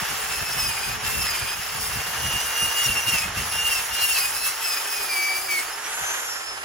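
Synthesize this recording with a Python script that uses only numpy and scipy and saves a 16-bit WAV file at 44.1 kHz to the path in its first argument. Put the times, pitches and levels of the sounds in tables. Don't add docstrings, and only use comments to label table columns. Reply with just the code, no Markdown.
import sys
import numpy as np
from scipy import signal
from scipy.fft import rfft, irfft
from scipy.io import wavfile
from scipy.ndimage import uniform_filter1d, map_coordinates

SR = 44100
rng = np.random.default_rng(int(sys.argv[2]) if len(sys.argv) > 2 else 0)


def pcm_store(signal):
    levels = np.round(np.clip(np.atleast_2d(signal), -1, 1) * 32767)
    wavfile.write(sys.argv[1], SR, levels.astype(np.int16).T)


N = 293000
TIME = np.arange(N) / SR
FREQS = np.maximum(np.fft.rfftfreq(N, 1 / SR), 1)
CUTOFF_HZ = 15900


def from_db(db):
    return 10 ** (np.asarray(db) / 20)


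def unit_rms(x):
    return x / np.sqrt(np.mean(x ** 2) + 1e-20)


def evened(x, span_s):
    power = np.mean(np.atleast_2d(x) ** 2, axis=0)
    return x / np.sqrt(uniform_filter1d(power, int(span_s * SR)) + 1e-9)


def in_time(rows):
    time_s, *columns = np.transpose(rows)
    return [np.interp(TIME, time_s, column) for column in columns]


def over_hz(points):
    hz, value = np.transpose(points)
    return np.interp(np.log(FREQS), np.log(hz), value)


def bump(centre_s, sigma_s):
    return np.exp(-.5 * np.minimum(((TIME - centre_s) / sigma_s) ** 2, 60))


def white():
    return rng.standard_normal((2, N))


def drift(rate_hz, size=73728):
    slow = irfft(rfft(rng.standard_normal(size)) / (1 + (FREQS[:size // 2 + 1] / rate_hz) ** 2))
    return unit_rms(np.interp(np.linspace(0, size - 1, N), np.arange(size), slow))


def resonant(x, modes):
    response = 1 + sum((from_db(db) - 1) / (1 + 2j * (FREQS - hz) / width) for hz, width, db in modes)
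    return irfft(rfft(x) * response, N)


def cabin(x, t60_s, wet_db):
    t = TIME[:SR // 2]
    echoes = rng.standard_normal((2, len(t))) * from_db(-60 * t / t60_s) * (t > .002)
    echoes /= np.sqrt(np.sum(echoes ** 2, axis=1, keepdims=True))
    return x + from_db(wet_db) * signal.fftconvolve(x, echoes, axes=1)[:, :N]


# freq_hz, likeness (unclipped)
STEREO_LIKENESS = [(60, 0.94), (200, 1), (450, 0.26), (1200, 0.5), (2300, 0.68), (3300, 0.4), (4200, 0.33),
                   (5700, -0.26), (6700, 0.5), (7500, 0.8), (8400, -4), (10500, 1.05), (12000, -1),
                   (13400, 1), (15200, -11)]

def coloured(pair, spectrum, width=1):
    alike = np.clip(over_hz(STEREO_LIKENESS), -.9, .95)
    mid, side = irfft(rfft(pair) * from_db(over_hz(spectrum)) * np.sqrt([1 + alike, 1 - alike]), N)
    return unit_rms(np.array([mid + width * side, mid - width * side]))


# time_s, level_db
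DRAUGHT_LEVEL = [(0, -50), (.3, -46), (.7, -44.5), (1.1, -38), (1.65, -49), (2.05, -41.5), (2.4, -44),
                 (2.55, -50), (2.8, -51), (3.2, -41), (3.6, -45.5), (3.9, -52.5), (4.48, -51.5), (4.6, -63),
                 (5.8, -62), (6.64, -60)]
# time_s, side_gain_db
DRAUGHT_WIDTH = [(0, 7.5), (1.7, 12), (2.1, -2), (5, -64), (6.64, 11)]
# centre_s, peak_db, sigma_s
GUSTS = [(0.024, -29, .008), (0.12, -34, .014), (0.424, -28, 0.0081), (0.569, -37, .012), (0.68, -39, .015),
         (0.887, -36, 0.017), (1.194, -35, 0.016), (1.434, -38, 0.016), (1.59, -38, 0.012),
         (1.77, -40, 0.028), (1.979, -33.5, 0.018), (2.2, -35, 0.012), (2.268, -30, 0.024),
         (2.352, -32, 0.017), (2.635, -28.5, .009), (2.664, -34, 0.008), (2.868, -36, .007),
         (2.9, -29, 0.018), (2.968, -38, .015), (3.089, -31, .012), (3.146, -29.5, 0.014),
         (3.276, -32.5, .02), (3.375, -32, 0.014), (3.416, -28, 0.014), (3.556, -41, .015),
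         (6.026, -42, .012)]
# freq_hz, density_db
DRAUGHT_SPECTRUM = [(15, -24), (28, -21), (45, 3), (65, 2.5), (100, 0), (150, -6), (220, -10), (350, -19.5),
                    (800, -30.5)]
GUST_SPECTRUM = [(20, -17), (55, 1.5), (130, 3.5), (230, -7), (380, -12), (900, -24)]

def draught():
    level_db, = in_time(DRAUGHT_LEVEL)
    width = from_db(in_time(DRAUGHT_WIDTH)[0])
    lumps_db = 2.8 * drift(12)
    rumble = from_db(level_db + lumps_db) * coloured(white(), DRAUGHT_SPECTRUM, width)
    gust_gain = sum(from_db(db) * bump(centre_s, sigma_s) for centre_s, db, sigma_s in GUSTS)
    gusts = gust_gain * coloured(white(), GUST_SPECTRUM, width)
    return (rumble + gusts) * from_db([[.7], [-.7]])


# time_s, level_db
FAN_LEVEL = [(0, -31), (1.3, -32.5), (1.6, -33.5), (2.25, -30), (4.2, -32.5), (4.3, -33), (5.7, -33.5),
             (6.08, -29.5), (6.58, -35)]
# freq_hz, density_db
FAN_SPECTRUM = [(40, -36), (130, -59), (230, -18.5), (420, -8), (600, -3.5), (800, -2.5), (1100, 2),
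                (1600, 0.5), (2200, -1.5), (2900, -1), (3800, -7.5), (6500, -8.5), (9000, -40),
                (16000, -27)]
# freq_hz, width_hz, gain_db
BODY_MODES = [(445, 40, 3), (775, 72, 5.5), (901, 16, 7.5), (1294, 48, 2.5), (1400, 40, 2),
              (1673, 200, 3.5), (1860, 140, 2.5)]
# freq_hz, left_minus_right_db
VENT_BALANCE = [(300, -3.5), (600, -0.5), (1100, -2), (2200, -2.5), (5000, 4)]

def fan():
    level_db, = in_time(FAN_LEVEL)
    rush = unit_rms(resonant(coloured(white(), FAN_SPECTRUM), BODY_MODES))
    rush *= from_db(level_db + 1.42 * drift(32))
    balance = from_db(over_hz(VENT_BALANCE) * np.c_[[.5, -.5]])
    return irfft(rfft(rush) * balance, N)


# time_s, level_db
SWISH_LEVEL = [(0, -44), (5.6, -39.5), (5.8, -40), (5.95, -31.5), (6.08, -32), (6.25, -33), (6.38, -36.5),
               (6.5, -41.5), (6.64, -43.5)]
# freq_hz, density_db
SWISH_SPECTRUM = [(2500, -10), (3300, 4.5), (4400, -8), (5500, -5), (6600, 12), (7600, 10), (8300, 0),
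                  (9500, 9), (10600, 7.5), (11500, 8), (12400, 2), (13600, -18), (16000, -20)]
WHIRRS_PER_TURN, WHIRR_WIDTH_HZ, WHIRR_DB = 10, 90, -8

def swish(turns):
    level_db, = in_time(SWISH_LEVEL)
    noise = coloured(white(), SWISH_SPECTRUM)
    eddies = np.array([drift(WHIRR_WIDTH_HZ) + 1j * drift(WHIRR_WIDTH_HZ) for _ in range(2)])
    carrier = np.exp(2j * np.pi * WHIRRS_PER_TURN * turns)
    whirr = unit_rms(np.real((eddies + eddies.mean(axis=0)) * carrier))
    throb_db = np.cos(2 * np.pi * turns)
    return (noise + from_db(WHIRR_DB) * whirr) * from_db(level_db + throb_db)


# time_s, contact_db
CONTACT = [(.93, 0), (1.0, -11), (1.05, 0), (3.22, 0), (3.33, -12), (3.38, 0), (5.62, 0), (5.72, -6),
           (6.0, -35)]

def contact():
    return from_db(in_time(CONTACT)[0])


def lopsided(turns):
    angle = 2 * np.pi * turns
    swings = ((drift(3.2) * np.cos(k * angle) + drift(7.4) * np.sin(k * angle)) / k for k in (1, 2, 3))
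    return unit_rms(sum(swings))


def motor_tone(cycles, level_db, flutter_db, jitter_rad):
    level = unit_rms(from_db(flutter_db * drift(20))) * from_db(level_db)
    fray_rad = .35 * drift(170)
    return np.sqrt(2) * level * np.sin(2 * np.pi * cycles + jitter_rad * drift(60) + fray_rad)


GEAR_TEETH, PINION_TEETH, ARMATURE_SLOTS = 37, 12, 13
GEAR_RATIO = GEAR_TEETH / PINION_TEETH
# time_s, level_db, octave_db
SLOT_LEVELS = [(0, -46, -58), (1.0, -49, -48), (1.45, -50, -60), (1.7, -48, -57), (2.1, -49, -56),
               (2.6, -41, -60), (3.3, -47, -65), (3.6, -45, -60), (4.5, -48, -62), (5.3, -40, -58),
               (5.6, -51, -62), (5.75, -51, -42), (5.93, -49, -58), (6.09, -45.5, -52), (6.25, -42, -58),
               (6.5, -47.5, -50), (6.64, -49, -50)]
# centre_s, boost_db, sigma_s
SLOT_FLARES = [(2.27, 6, .04), (2.41, 6, .035), (2.6, 6, .04), (3.025, 12, .015), (5.74, 12, .022),
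               (5.85, 12, .02), (6.085, 13, .045), (6.33, 7, .03), (6.5, 13, .04)]
# time_s, level_db
GEAR_LEVEL = [(0, -58), (.4, -73), (5.8, -51), (6.15, -51), (6.35, -39.5), (6.6, -63)]
# time_s, level_db
HUM_LEVEL = [(0, -51), (3.2, -53.5), (4.8, -56), (4.97, -48), (5.6, -49), (5.8, -53.5), (6.35, -58),
             (6.55, -53)]
# cycles_per_turn, relative_db
HUM_PARTIALS = [(0.94, -14.5), (GEAR_RATIO, -0.68), (2 * GEAR_RATIO, 0)]

def drive(turns):
    slot_db, octave_db = in_time(SLOT_LEVELS)
    slot_db += sum(db * bump(centre_s, sigma_s) for centre_s, db, sigma_s in SLOT_FLARES)
    gear_db, = in_time(GEAR_LEVEL)
    hum_db, = in_time(HUM_LEVEL)
    load = contact()
    flutter_db = 1.5 + 2 * load
    slot_cycles = ARMATURE_SLOTS * GEAR_RATIO * turns
    slots = motor_tone(slot_cycles, slot_db, flutter_db, jitter_rad=.5)
    slots += motor_tone(2 * slot_cycles, octave_db, flutter_db, jitter_rad=.5)
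    slots *= 1 + .3 * load * lopsided(turns)
    gears = motor_tone(GEAR_TEETH * turns, gear_db, flutter_db=1.5, jitter_rad=.87)
    hum = sum(motor_tone(k * turns, hum_db + db, flutter_db=3.5, jitter_rad=.64)
              for k, db in HUM_PARTIALS)
    return cabin((slots + gears) * np.ones((2, 1)), t60_s=.035, wet_db=-5) + hum


# time_s, left_lag_ms, left_minus_right_db
BEARING = [(0, 0, 0), (5.65, 0, -1), (5.88, 0.059, -1.5), (6.05, 0.14, -0.5), (6.3, 0.12, -1.5),
           (6.64, 0.2, -1.5)]

def placed(x):
    lag_ms, pan_db = in_time(BEARING)
    left = map_coordinates(x[0], [np.arange(N) - lag_ms * SR / 1000], order=3, mode="nearest")
    return np.array([left * from_db(pan_db / 2), x[1] * from_db(-pan_db / 2)])


# centre_s, peak_db, sigma_s, pitch_hz, half_width_hz
CATCHES = [(.37, -47, .06, 4200, 80), (.62, -43, .035, 8000, 70), (1.22, -34, .035, 10830, 110),
           (1.532, -33.5, .015, 5080, 50), (1.836, -48, 0.022, 5370, 120), (1.84, -45, .025, 8060, 70),
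           (2.257, -37, 0.056, 11100, 60), (2.47, -38, .035, 9520, 60), (2.631, -31, 0.024, 9850, 60),
           (2.636, -32, .022, 10340, 60), (2.803, -34, 0.056, 10900, 60), (2.74, -38, .015, 5150, 50),
           (2.854, -25, .012, 5650, 35), (2.855, -31, 0.011, 7140, 500), (2.96, -39, .03, 5530, 40),
           (3.088, -40, .015, 5070, 50), (3.103, -31, .015, 5650, 50), (3.145, -38, .03, 10100, 90),
           (3.529, -33.5, 0.04, 10900, 90), (3.74, -40, .035, 8330, 120), (4.018, -33.5, 0.028, 4100, 100),
           (4.03, -34, 0.017, 4750, 60), (4.174, -33, .02, 4090, 50), (4.178, -34, 0.038, 4520, 200),
           (4.448, -37.5, 0.058, 4150, 80), (4.663, -43, 0.046, 7870, 70), (5.24, -38, .04, 6170, 40.3),
           (5.24, -43, .04, 5800, 40), (5.528, -39, .025, 6160, 80)]

def catches():
    out = np.zeros((2, N))
    size = SR // 2
    freqs = np.fft.rfftfreq(size, 1 / SR)
    for centre_s, peak_db, sigma_s, pitch_hz, half_width_hz in CATCHES:
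        noise = rng.standard_normal((2, size)) + rng.standard_normal(size)
        ring = irfft(rfft(noise) / (1 + ((freqs - pitch_hz) / half_width_hz) ** 2), size)
        ring = evened(unit_rms(ring), span_s=.03)
        start = max(int(centre_s * SR) - size // 2, 0)
        span = slice(start, start + size)
        out[:, span] += ring * from_db(peak_db) * bump(centre_s, sigma_s)[span]
    return out


def wire_strikes(turns, repeat, memory, per_turn=384):
    pattern = rng.standard_normal((2, int(turns[-1]) + 2, per_turn))
    pattern[:, 0] /= np.sqrt(1 - memory ** 2)
    pattern = signal.lfilter([1], [1, -memory], pattern, axis=1).reshape(2, -1)
    locked = np.array([map_coordinates(p, [turns * per_turn], order=3, mode="nearest") for p in pattern])
    grains = white() * from_db(3 * drift(2000))
    return np.sqrt(repeat) * unit_rms(locked) + np.sqrt(1 - repeat) * unit_rms(grains)


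def wire_rings(x, patchy_db, bands=22):
    spectrum, out = rfft(x), 0
    centres_hz, step_hz = np.linspace(0, CUTOFF_HZ, bands, retstep=True)
    for hz in centres_hz:
        band = np.maximum(1 - np.abs(FREQS - hz) / step_hz, 0)
        out += irfft(spectrum * band, N) * from_db(patchy_db * drift(33))
    return unit_rms(out)


def zings(turns, per_s=200, rise_s=.02, range_hz=(4900, 12600)):
    t, out = TIME[:SR // 6], np.zeros(N + SR)
    swell = t / rise_s * np.exp(1 - t / rise_s)
    for when, pitch, strength in rng.random((int(per_s * N / SR), 3)):
        start = int(when * N)
        pitch_hz = np.interp(pitch, [0, 1], range_hz)
        out[start:start + len(t)] += 2 * strength * swell * np.sin(2 * np.pi * pitch_hz * t)
    return from_db(-16) * out[:N] * (1 + .5 * lopsided(turns))


# freq_hz, left_lead_rad
PORT_PHASE = [(0, -2.5), (1640, -1.5), (5000, 2), (6890, -1.5), (9990, -5), (11900, -7.5), (12700, -8.5),
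              (14200, -11.5), (14900, -8.5), (16500, -7)]

def at_ports(pair, spectrum, scatter_db=-42):
    direct, scatter = rfft(pair) * from_db(over_hz(spectrum)) * from_db(np.c_[[0, scatter_db]])
    lead = np.exp(1j * np.interp(FREQS, *np.transpose(PORT_PHASE)))
    return unit_rms(irfft(np.array([(direct + scatter) * lead, direct - scatter]), N))


# freq_hz, density_db
HISS_SPECTRUM = [(2000, -56), (4200, -3.5), (5200, 4), (6200, -5), (7200, -3.5), (8400, -2.5), (9700, 3.5),
                 (11000, 1.5), (12300, 6), (13600, -16), (15200, 10), (16000, -8)]
RASP_SPECTRUM = [(200, -13), (500, -24), (1200, 3), (2000, 7.5), (2700, 3.5), (3300, 6.5), (4100, 1),
                 (5100, -2), (6000, -6), (7500, 1), (11000, -37)]
# freq_hz, width_hz, gain_db
HISS_PEAKS = [(8010, 150, 15), (8300, 120, -17), (9260, 160, 7.5), (9550, 150, 3), (10840, 120, 2.5),
              (11700, 220, -4.5)]
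# freq_hz, width_hz, gain_db
PILLAR_MODES = [(913, 14, 15.5), (1230, 150, 6.5), (2157, 30, 6.5), (2820, 68, 9.5), (3060, 140, 4),
                (3750, 44, -15), (3990, 37, 1), (5126, 200, 12.5), (6210, 80, 9), (6230, 320, 10.5),
                (6830, 270, 8)]

def scrubbing(turns, hiss_gain, rasp_gain):
    pressure_db = .14 * lopsided(turns) + .91 * drift(31)
    tips = wire_rings(wire_strikes(turns, repeat=.65, memory=.89), patchy_db=2.2)
    blows = wire_rings(wire_strikes(turns, repeat=.78, memory=.852), patchy_db=2.5)
    hiss = unit_rms(resonant(at_ports(tips + zings(turns), HISS_SPECTRUM), HISS_PEAKS))
    rasp = unit_rms(resonant(coloured(blows, RASP_SPECTRUM), PILLAR_MODES))
    return (hiss * hiss_gain + rasp * rasp_gain) * from_db(pressure_db)


def tuft_tone(turns, harmonic, chatter, uneven, flutter_db, jitter_rad, lead_rad, tufts=19):
    phase = 2 * np.pi * tufts * harmonic * turns + jitter_rad * drift(21)
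    sidebands = uneven * (lopsided(turns) + 1j * lopsided(turns))
    fray = .7 * chatter * (drift(44) + 1j * drift(94))
    tone = (1 + sidebands + fray) * from_db(flutter_db * drift(23)) * np.exp(1j * phase)
    return unit_rms(np.real([tone * np.exp(1j * lead_rad), tone]))


# time_s, roughness (0-1)
CHATTER = [(0, .55), (.5, .55), (.63, .25), (.76, .9), (.92, .8), (1.24, .25), (1.4, .9), (1.6, .7),
           (2.2, .22), (3.13, .16), (3.2, .6), (3.35, .4), (3.62, .16), (4.1, .2), (4.22, .55), (4.45, .4),
           (4.7, .7), (4.9, .7), (5.15, .06), (5.4, .06), (5.53, .15), (5.6, .5)]
# freq_hz, width_hz, gain_db
SQUEAL_MODES = [(5130, 300, 10)]
SKIPS_S = [2.32, 2.442, 2.67, 2.705, 2.735, 2.838, 2.879, 2.903, 2.945, 3.014, 3.113, 3.203, 3.639, 3.7,
           3.742, 4.07, 4.14, 4.198]
SKIP_DB, SKIP_SIGMA_S = -14, .004

def whine(turns, whine_gain, octave_gain):
    chatter, = in_time(CHATTER)
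    fundamental = tuft_tone(turns, 1, chatter, uneven=.07 + .2 * chatter,
                            flutter_db=4 * chatter, jitter_rad=.18, lead_rad=.8)
    octave = tuft_tone(turns, 2, chatter, uneven=.18 + .35 * chatter,
                       flutter_db=2 + 3 * chatter, jitter_rad=.28, lead_rad=.9)
    fundamental = evened(fundamental, span_s=.1)
    octave = evened(resonant(octave, SQUEAL_MODES), span_s=.08)
    skips_db = SKIP_DB * sum(bump(centre_s, SKIP_SIGMA_S) for centre_s in SKIPS_S)
    return whine_gain * fundamental * from_db(skips_db) + octave_gain * octave


# start_s, length_s, hiss_db, rasp_db, whine_db, octave_db
STROKES = [(0.0, 0.24, -35.5, -34.5, -47, -54), (0.293, 0.26, -34.5, -34.5, -38, -38.5),
           (0.585, 0.085, -28.5, -34.5, -33.5, -28), (0.68, 0.26, -42, -34.5, -37, -39.5),
           (1.026, 0.19, -32, -34, -35, -55), (1.208, 0.11, -34, -31.5, -39, -31.5),
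           (1.29, 0.25, -40, -36, -38, -39.5), (1.577, 0.18, -46, -36.5, -44, -51),
           (1.797, 0.058, -29.5, -36, -56, -37), (1.91, 0.32, -38.5, -37.5, -38, -58),
           (2.234, 0.17, -33, -34.5, -32, -48), (2.31, 0.055, -40, -44, -27.5, -54),
           (2.445, 0.2, -31.5, -36, -35, -57), (2.564, 0.05, -38, -42, -27.5, -46),
           (2.616, 0.048, -31.5, -38, -24.5, -38), (2.683, 0.099, -32, -35, -29, -49),
           (2.77, 0.072, -31, -30, -25, -52), (2.846, 0.015, -24.5, -32, -21.5, -35),
           (2.884, 0.008, -35, -37, -19, -49), (2.907, 0.019, -42, -44, -31, -44),
           (2.961, 0.014, -33, -36, -21, -32), (3.017, 0.014, -46, -46, -26.5, -52),
           (3.067, 0.034, -27, -29.5, -21.5, -45), (3.125, 0.019, -26, -29.5, -20, -31),
           (3.17, 0.096, -34, -34, -30.5, -35.5), (3.365, 0.028, -32, -31, -30.5, -51),
           (3.517, 0.087, -32.5, -33.5, -32, -40), (3.578, 0.052, -44, -44, -25.5, -55),
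           (3.638, 0.053, -28.5, -35, -23, -48), (3.688, 0.093, -29, -30.5, -28.5, -36),
           (3.712, 0.02, -31, -45, -27, -42), (3.916, 0.099, -33.5, -30.5, -29, -45),
           (4.003, 0.045, -23.5, -38, -20.5, -39), (4.085, 0.033, -23.5, -35, -25.5, -47),
           (4.146, 0.031, -24, -30, -27.5, -35), (4.19, 0.066, -27.5, -35.5, -30.5, -31),
           (4.33, 0.11, -32, -39.5, -39.5, -36), (4.432, 0.036, -25, -31.5, -29, -45),
           (4.614, 0.17, -31.5, -34, -36.5, -32), (4.81, 0.12, -37.5, -42, -45, -48),
           (4.907, 0.16, -31, -39, -37, -38.5), (5.092, 0.048, -32.5, -42, -29.5, -33),
           (5.154, 0.17, -33.5, -40, -25, -37.5), (5.346, 0.024, -28, -46, -28, -35),
           (5.489, 0.092, -30, -34, -25, -37.5)]
# hiss_db, rasp_db, whine_db, octave_db
GRAZE_DB = [-34.5, -51.5, -66, -50]
# hiss_s, rasp_s, whine_s, octave_s
RELEASE_S = [0.081, 0.11, 0.025, 0.016]

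def stroke_gains(attack_s=.031):
    power = np.outer(from_db(GRAZE_DB), np.ones(N)) ** 2
    for start_s, length_s, *levels_db in STROKES:
        attack = np.clip((TIME - start_s) / attack_s + .5, 0, 1)
        release = np.exp(-np.clip((TIME - start_s - length_s) / np.c_[RELEASE_S], 0, 20))
        power += (np.c_[from_db(levels_db)] * attack * release) ** 2
    return np.sqrt(power) * contact()


# time_s, turns_per_s
WHEEL_SPEED = [(0, 142), (.38, 139), (.58, 136.4), (.66, 134), (.73, 127), (.91, 130), (1.04, 141.2),
               (1.18, 142.5), (1.22, 140.6), (1.36, 125.5), (1.45, 127.5), (1.7, 141), (1.88, 140.7),
               (2.17, 150.4), (2.37, 148.3), (2.67, 148.6), (2.82, 150.5), (2.9, 145), (3.0, 145.3),
               (3.09, 148.5), (3.145, 144.2), (3.215, 132.5), (3.28, 134.8), (3.37, 143), (3.66, 148.8),
               (3.78, 140.6), (3.97, 149.2), (4.11, 145.3), (4.24, 129.5), (4.37, 137.2), (4.62, 140.5),
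               (4.75, 131), (4.89, 134.4), (5.08, 127.5), (5.17, 121.2), (5.3, 121.1), (5.46, 123.8),
               (5.6, 113.9), (5.73, 131), (5.9, 147.5), (6.1, 156.3), (6.52, 129), (6.65, 123.3)]

def scene():
    turns_per_s, = in_time(WHEEL_SPEED)
    turns = np.cumsum(turns_per_s) / SR
    hiss_gain, rasp_gain, whine_gain, octave_gain = stroke_gains()
    singing = cabin(whine(turns, whine_gain, octave_gain), t60_s=.08, wet_db=-13)
    steel = singing + scrubbing(turns, hiss_gain, rasp_gain) + catches()
    grinder = placed(drive(turns) + fan() + swish(turns))
    return draught() + grinder + steel


def record(dry):
    return signal.sosfilt(signal.ellip(10, .1, 80, CUTOFF_HZ, fs=SR, output="sos"), dry)


dry = scene()
out = record(dry)
pcm_store(out)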